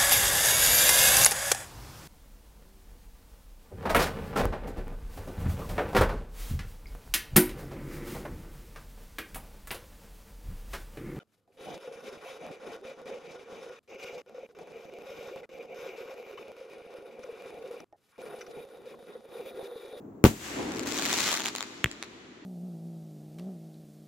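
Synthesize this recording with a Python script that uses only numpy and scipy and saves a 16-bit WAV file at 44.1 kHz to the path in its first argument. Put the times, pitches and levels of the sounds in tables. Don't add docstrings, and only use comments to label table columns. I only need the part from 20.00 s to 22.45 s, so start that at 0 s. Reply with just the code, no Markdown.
import sys
import numpy as np
from scipy import signal
from scipy.fft import rfft, irfft
from scipy.io import wavfile

SR = 44100
rng = np.random.default_rng(int(sys.argv[2]) if len(sys.argv) > 2 else 0)


def unload_audio(sound):
    columns = np.transpose(np.atleast_2d(sound))
    steps = np.round(np.clip(columns, -1, 1) * 32767)
    wavfile.write(sys.argv[1], SR, steps.astype(np.int16))


N = 108045
T = np.arange(N) / SR

# [t/s, boom level/dB, crack level/dB]
BURST = [(0.2404, 0, 1), (0.2499, -1.5, -12), (.2557, -15, -5), (.2630, -6, -22)]
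# [f/Hz, level/dB]
BOOM_SPECTRUM = [(20, 12), (50, 41), (100, 37), (170, 37.5), (350, 36), (520, 30.5), (750, 12),
                 (1500, 12.5), (4000, -11), (16000, -16)]
# [f/Hz, level/dB]
CRACK_SPECTRUM = [(100, -15), (900, 23), (1600, 12.5), (4300, 4), (7400, 8.5), (9000, -17), (15500, 10.5)]
# [f/Hz, level/dB]
SCATTER_SPECTRUM = [(40, 6), (90, 31), (250, 32), (500, 22), (900, 21), (2000, 17), (4500, 8), (7400, -5),
                    (8800, -9), (15500, -2)]
# [f/Hz, decay time/s]
SCATTER_T60 = [(60, 0.22), (300, 0.24), (1000, 0.11), (4000, 0.12), (15000, 0.23)]
BOOM_LAG_HZ = 172
CRACK_DECAY_S, SCATTER_START_S, SCATTER_RISE_S = 0.0011, 0.249, 0.0013

# [t/s, relative level/dB, left minus right/dB, treble/dB]
POPS = [(0.7191, -10, 4, -3), (0.7686, -9, 0, 0), (0.7946, -2, 3, -2), (0.8322, -8, 3, -4),
        (0.8715, -3, -1, 1), (0.9218, -4, 6, -2), (0.9774, 0, 1, 1), (0.987, 1, -1, -1), (0.9952, 1, 1, -1),
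        (1.0231, 1, 2, 1), (1.0538, 4, -6, -3), (1.0597, 2, 1, -1), (1.1049, 2, 0, -3), (1.1289, 3, 2, -2),
        (1.1382, 3, -1, -2), (1.1422, 3, 0, -1), (1.1807, 1, -3, 0), (1.1868, 2, 4, -5), (1.2013, 2, -1, 1),
        (1.2043, 3, 3, 1), (1.2424, 2, 3, -1), (1.2307, 2, -4, -2), (1.2729, 2, -1, 1), (1.2777, 3, -3, -3),
        (1.289, 3, 4, -3), (1.3161, 2, 0, 0), (1.328, 3, 0, 0), (1.3405, 4, 1, -3), (1.3732, 1, 1, -5),
        (1.3978, 1.5, 0, -7), (1.4042, -1, 0, -3), (1.4194, 0, -2, -5), (1.4414, -2, -1, -2),
        (1.4543, 0, -1, -4), (1.4584, 5, -3, -5), (1.4678, 0, 1, -4), (1.4827, 0, -3, -3),
        (1.4869, 0, -3, -4), (1.5515, 1, -1, -2), (1.5614, 0, -2, -1), (1.5833, 0, -3, -5),
        (1.6071, 2, 2, -7), (1.627, 0.5, -1, -7), (1.9141, -4.5, 0, -12), (2.0266, 0, -2, -6)]
# [f/Hz, level/dB]
POP_SPECTRUM = [(40, -28), (300, 4), (550, 5), (1600, -5), (3600, -1.5), (5000, -5), (7300, -4.5),
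                (8800, -14.5), (15500, -17.5)]
# [t/s, relative density, level/dB]
CRACKLE = [(.62, 3, -19), (.76, 14, -17), (.845, 12, -16), (.87, 45.3, -13), (1.0, 50, -10),
           (1.13, 65, -8.5), (1.3, 70, -7), (1.38, 35, -10), (1.43, 20, -17), (1.48, 40, -10.5),
           (1.51, 2, -32)]
# [f/Hz, decay time/s]
STAR_NEAR_T60 = [(300, 0.12), (10000, 0.032)]
CLEAR_POP_TRIM_DB = -0.5
CRACKLE_SPREAD_DB, CRACKLE_JITTER_S = 4.5, 0.005
POP_HZ, POP_SPREAD_OCTAVES, REAR_SHOCK, SUCTION = 2200, 0.25, 0.6, 1.28
POP_SPLINTER_DB, POP_SPLINTER_DECAY_S, POP_SPLINTER_START_S = -6, 0.00051, 0.0003
GROUND_DELAY_S, GROUND_DB, GROUND_HZ = 0.0092, -7, 4500
LEFT_LEAD_S = 0.00007
POP_TREBLE_HZ = 7100
STAR_NEAR_DB, STAR_FAR_DB = -14, -16

# [t/s, thump level/dB, snap level/dB, snap low-pass f/Hz]
LAUNCH = [(1.843, 0, 1, 14030), (1.8595, -7.5, -8.5, 2000)]
# [f/Hz, level/dB]
THUMP_SPECTRUM = [(20, -22), (50, 17), (110, 23.5), (170, 19), (240, 5.5), (380, 10.5), (800, -5),
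                  (3000, -40)]
# [f/Hz, level/dB]
SNAP_SPECTRUM = [(200, 4.5), (800, 4), (1300, 11.5), (1900, 18), (3350, 12), (3900, -2.5), (5200, -8),
                 (7700, 1), (9000, -10), (15500, -6.5)]
# [f/Hz, decay time/s]
LAUNCH_NEAR_T60 = [(100, 0.24), (2000, .1), (7000, 0.26), (13000, 0.12)]
SNAP_SPLINTER_DB, SNAP_SPLINTER_DECAY_S = -12, 0.002

# [f/Hz, level/dB]
ROLL_SPECTRUM = [(30, -96.5), (70, -28), (140, -29), (270, -12), (400, -16), (560, -23.5), (900, -23.5),
                 (2000, -44), (6000, -49)]
# [t/s, level/dB]
ROLL_LEVEL = [(.25, 8), (0.428, -23), (0.489, -8), (0.549, -5.5), (0.594, 6), (.62, 0), (0.676, 0.5),
              (.72, -4), (.8, -0.5), (.95, -3), (1.04, -2), (1.3, -5.5), (1.7, -13.5), (2.45, -26.5)]
# [f/Hz, level/dB]
RUSTLE_SPECTRUM = [(30, -57), (150, -34), (700, -34.5), (2000, -29.5), (5000, -34), (7400, -29.5),
                   (8800, -36.5), (15500, -32.5)]
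# [t/s, level/dB]
RUSTLE_LEVEL = [(.25, 10.5), (.33, -3.5), (.39, -3.5), (.45, 3), (.59, 2.5), (0.721, 0.5), (1.2, -3),
                (2.45, -23.5)]
# [f/Hz, level/dB]
DEEP_SPECTRUM = [(20, -54), (50, -27), (80, -20.5), (130, -31), (220, -36), (600, -64)]
ROLL_DULLING_DB_PER_KHZ_S, RUSTLE_DULLING_DB_PER_KHZ_S = 11, 5
DEEP_FADE_DB_PER_S = 21

# [f/Hz, level/dB]
RUMBLE_SPECTRUM = [(30, -105.5), (70, -36), (140, -33.5), (230, -26.5), (340, -26.5), (550, -38),
                   (1100, -48), (2800, -72.5), (5000, -80), (7300, -71), (9000, -90), (15000, -69)]
# [f/Hz, fade/dB per s]
RUMBLE_FADE = [(50, 4), (150, 5), (300, 2), (6000, 5), (12000, 14)]

# [f/Hz, correlation]
CHANNEL_LIKENESS = [(25, 0.83), (70, 0.99), (300, 0.91), (700, 0.32), (1500, 0), (4000, 0.25), (15000, 0)]
# [f/Hz, decay time/s]
FAR_T60 = [(200, 3.6), (1500, 5.55), (4000, 3.5), (15000, 1.1)]
NEAR_DELAY_S, FAR_RISE_S = 0.014, 0.0091
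SMEAR_HZ = 4500

# [f/Hz, left minus right/dB]
LEFT_DB = [(60, 1), (300, 1.5), (1500, 0.5), (3500, -1), (7000, 9), (15000, 1.5)]
CEILING = 0.88
DUCK_ABOVE_DB, DUCK_SHARE, RECOVER_DB_PER_S, DUCK_SMOOTH_S = -25, 0.56, 43, 0.034
EDGE_HZ = 16100


def burst():
    out = np.zeros((2, N))
    boom = bass_late(pulse(BOOM_SPECTRUM), BOOM_LAG_HZ)
    for s, boom_db, crack_db in BURST:
        crack = convolve(splinter(CRACK_DECAY_S), pulse(CRACK_SPECTRUM))
        add(out, s, amp(boom_db) * boom)
        add(out, s, amp(crack_db) * crack)
    scatter = decaying_noise(SCATTER_T60, size=256) * (1 - np.exp(-T / SCATTER_RISE_S))
    add(out, SCATTER_START_S, convolve(unit(scatter), pulse(SCATTER_SPECTRUM)))
    return out


def stars(count=560):
    out = np.zeros((2, N))
    for s, db, pan_db, treble_db in POPS:
        add(out, s, amp(db + CLEAR_POP_TRIM_DB) * pop(pan_db, treble_db))
    times, density, level = np.transpose(CRACKLE)
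    due = np.cumsum(np.interp(T, times, density, left=0, right=0))
    for k in range(count):
        share = (k + rng.random()) / count
        s = np.searchsorted(due, due[-1] * share) / SR
        s += rng.uniform(-1, 1) * CRACKLE_JITTER_S
        db = np.interp(s, times, level) + CRACKLE_SPREAD_DB * min(rng.standard_normal(), 1)
        add(out, s, amp(db) * pop(pan_db=rng.normal(0, 3.9)))
    return convolve(out, pulse(POP_SPECTRUM))


def pop(pan_db=0, treble_db=0, size=1024):
    lag = rng.uniform(-1.76, 1) * LEFT_LEAD_S * SR / 2
    click = np.sinc(np.arange(size) - 10 + np.array([[lag], [-lag]]))
    add(click, POP_SPLINTER_START_S, amp(POP_SPLINTER_DB) * splinter(POP_SPLINTER_DECAY_S))
    bounce_s = GROUND_DELAY_S + rng.uniform(-0.0005, 0.0005)
    add(click, bounce_s, amp(GROUND_DB) * dull(click, GROUND_HZ))

    hz = np.fft.rfftfreq(size, 1 / SR)
    pitch_hz = POP_HZ * 2 ** rng.normal(0, POP_SPREAD_OCTAVES)
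    turns = hz / pitch_hz
    half = np.exp(-1j * np.pi * turns)
    suction = SUCTION * np.sinc(turns) * half
    shocks = (1 - suction + REAR_SHOCK * half ** 2) / np.hypot(1, REAR_SHOCK)
    shelf = 1 - 1 / (1 + (hz / POP_TREBLE_HZ) ** 2)
    shaped = irfft(rfft(unit(click)) * shocks * amp(treble_db * shelf ** 2))
    return shaped * amp([[pan_db / 2], [-pan_db / 2]])


def launch():
    out = np.zeros((2, N))
    thump = bass_late(pulse(THUMP_SPECTRUM), hz=260)
    for s, thump_db, snap_db, dull_hz in LAUNCH:
        snap = dull(amp(snap_db) * pulse(SNAP_SPECTRUM), dull_hz)
        ragged = convolve(splinter(SNAP_SPLINTER_DECAY_S), snap)
        add(out, s, snap + amp(thump_db) * thump)
        add(out, s, amp(SNAP_SPLINTER_DB) * ragged)
    return out


def echoes():
    start = BURST[0][0]

    def returning(spectrum, level, dulling, size):
        def field_db(t, hz):
            lost_db = dulling * hz / 1000 * np.maximum(t - start, 0)
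            return read(spectrum, hz) + np.interp(t, *np.transpose(level)) - lost_db
        return noise(field_db, size)

    roll = returning(ROLL_SPECTRUM, ROLL_LEVEL, ROLL_DULLING_DB_PER_KHZ_S, size=1024)
    rustle = returning(RUSTLE_SPECTRUM, RUSTLE_LEVEL, RUSTLE_DULLING_DB_PER_KHZ_S, size=512)
    deep = noise(lambda t, hz: read(DEEP_SPECTRUM, hz) - DEEP_FADE_DB_PER_S * (t - start), size=2048)
    fade_in = np.clip((T - start) / 0.03, 0, 1)
    return (deep + roll + rustle) * fade_in


def rumble():
    return noise(lambda t, hz: read(RUMBLE_SPECTRUM, hz) - read(RUMBLE_FADE, hz) * t, size=2048)


def outdoors(x, near_t60, near_db, far_db):
    near = unit(decaying_noise(near_t60, size=256))
    far = unit(decaying_noise(FAR_T60) * (1 - np.exp(-T / FAR_RISE_S)))
    response = amp(far_db) * far
    add(response, NEAR_DELAY_S, amp(near_db) * near)
    return x + convolve(x, response)


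def noise(field_db, size=512):
    overlap = size * 3 // 4
    hz, t, z = signal.stft(rng.standard_normal((2, N)), SR, nperseg=size, noverlap=overlap)
    hz = hz[:, None]
    same = np.clip(read(CHANNEL_LIKENESS, hz), -1, 1)
    z[1] = same * z[0] + np.sqrt(1 - same ** 2) * z[1]
    return signal.istft(z * amp(field_db(t, hz)), SR, nperseg=size, noverlap=overlap)[1][:, :N]


def decaying_noise(t60, size=512):
    return noise(lambda t, hz: -60 * t / read(t60, hz), size)


def pulse(spectrum, size=8192):
    hz = abs(np.fft.fftfreq(size, 1 / SR))
    log_gain = np.log(amp(read(spectrum, hz)))
    response = np.exp(np.conj(signal.hilbert(log_gain)))
    return irfft(response[:size // 2 + 1])[:size // 2]


def splinter(decay_s, size=256):
    return unit(rng.standard_normal((2, size)) * np.exp(-T[:size] / decay_s))


def dull(x, hz):
    r = np.exp(-2 * np.pi * hz / SR)
    return signal.lfilter([1 - r], [1, -r], x)


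def bass_late(x, hz):
    r = np.exp(-2 * np.pi * hz / SR)
    return signal.lfilter([r, -1], [1, -r], x)


def amp(db):
    return 10 ** (np.asarray(db) / 20)


def read(points, hz):
    f, value = np.transpose(points)
    return np.interp(np.log(hz + 1), np.log(f + 1), value)


def add(mix, s, sound):
    start = max(round(s * SR), 0)
    part = mix[..., start:][..., :sound.shape[-1]]
    part += sound[..., :part.shape[-1]]


def convolve(x, response):
    return signal.fftconvolve(np.atleast_2d(x), np.atleast_2d(response), axes=1)[:, :N]


def unit(x):
    return x / np.sqrt((x ** 2).sum(-1, keepdims=True) + 1e-20)


def scene():
    bang = burst() + echoes()
    crackle = outdoors(stars(), STAR_NEAR_T60, STAR_NEAR_DB, STAR_FAR_DB)
    shot = outdoors(launch(), LAUNCH_NEAR_T60, near_db=-24, far_db=-25)
    return bang + bass_late(crackle + shot, SMEAR_HZ) + rumble()


def record(dry):
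    tilt_db = read(LEFT_DB, np.fft.rfftfreq(N, 1 / SR)) / 2
    tilted = irfft(rfft(dry) * amp([tilt_db, -tilt_db]), N)
    heard = np.clip(tilted, -CEILING, CEILING)

    r = np.exp(-1 / (DUCK_SMOOTH_S * SR))
    power = signal.lfilter([1 - r], [1, -r], (heard ** 2).mean(0))
    power_db = 10 * np.log10(power + 1e-12)
    recovery_db = RECOVER_DB_PER_S * T
    held_db = np.maximum.accumulate(power_db + recovery_db) - recovery_db
    over_db = np.maximum(held_db - DUCK_ABOVE_DB, 0)
    duck_db = signal.lfilter([1 - r], [1, -r], DUCK_SHARE * over_db)

    edge = signal.firwin(255, EDGE_HZ, window=("kaiser", 9), fs=SR)
    return signal.oaconvolve(heard * amp(-duck_db), edge[None], "same")


dry = scene()
out = record(dry)
unload_audio(out)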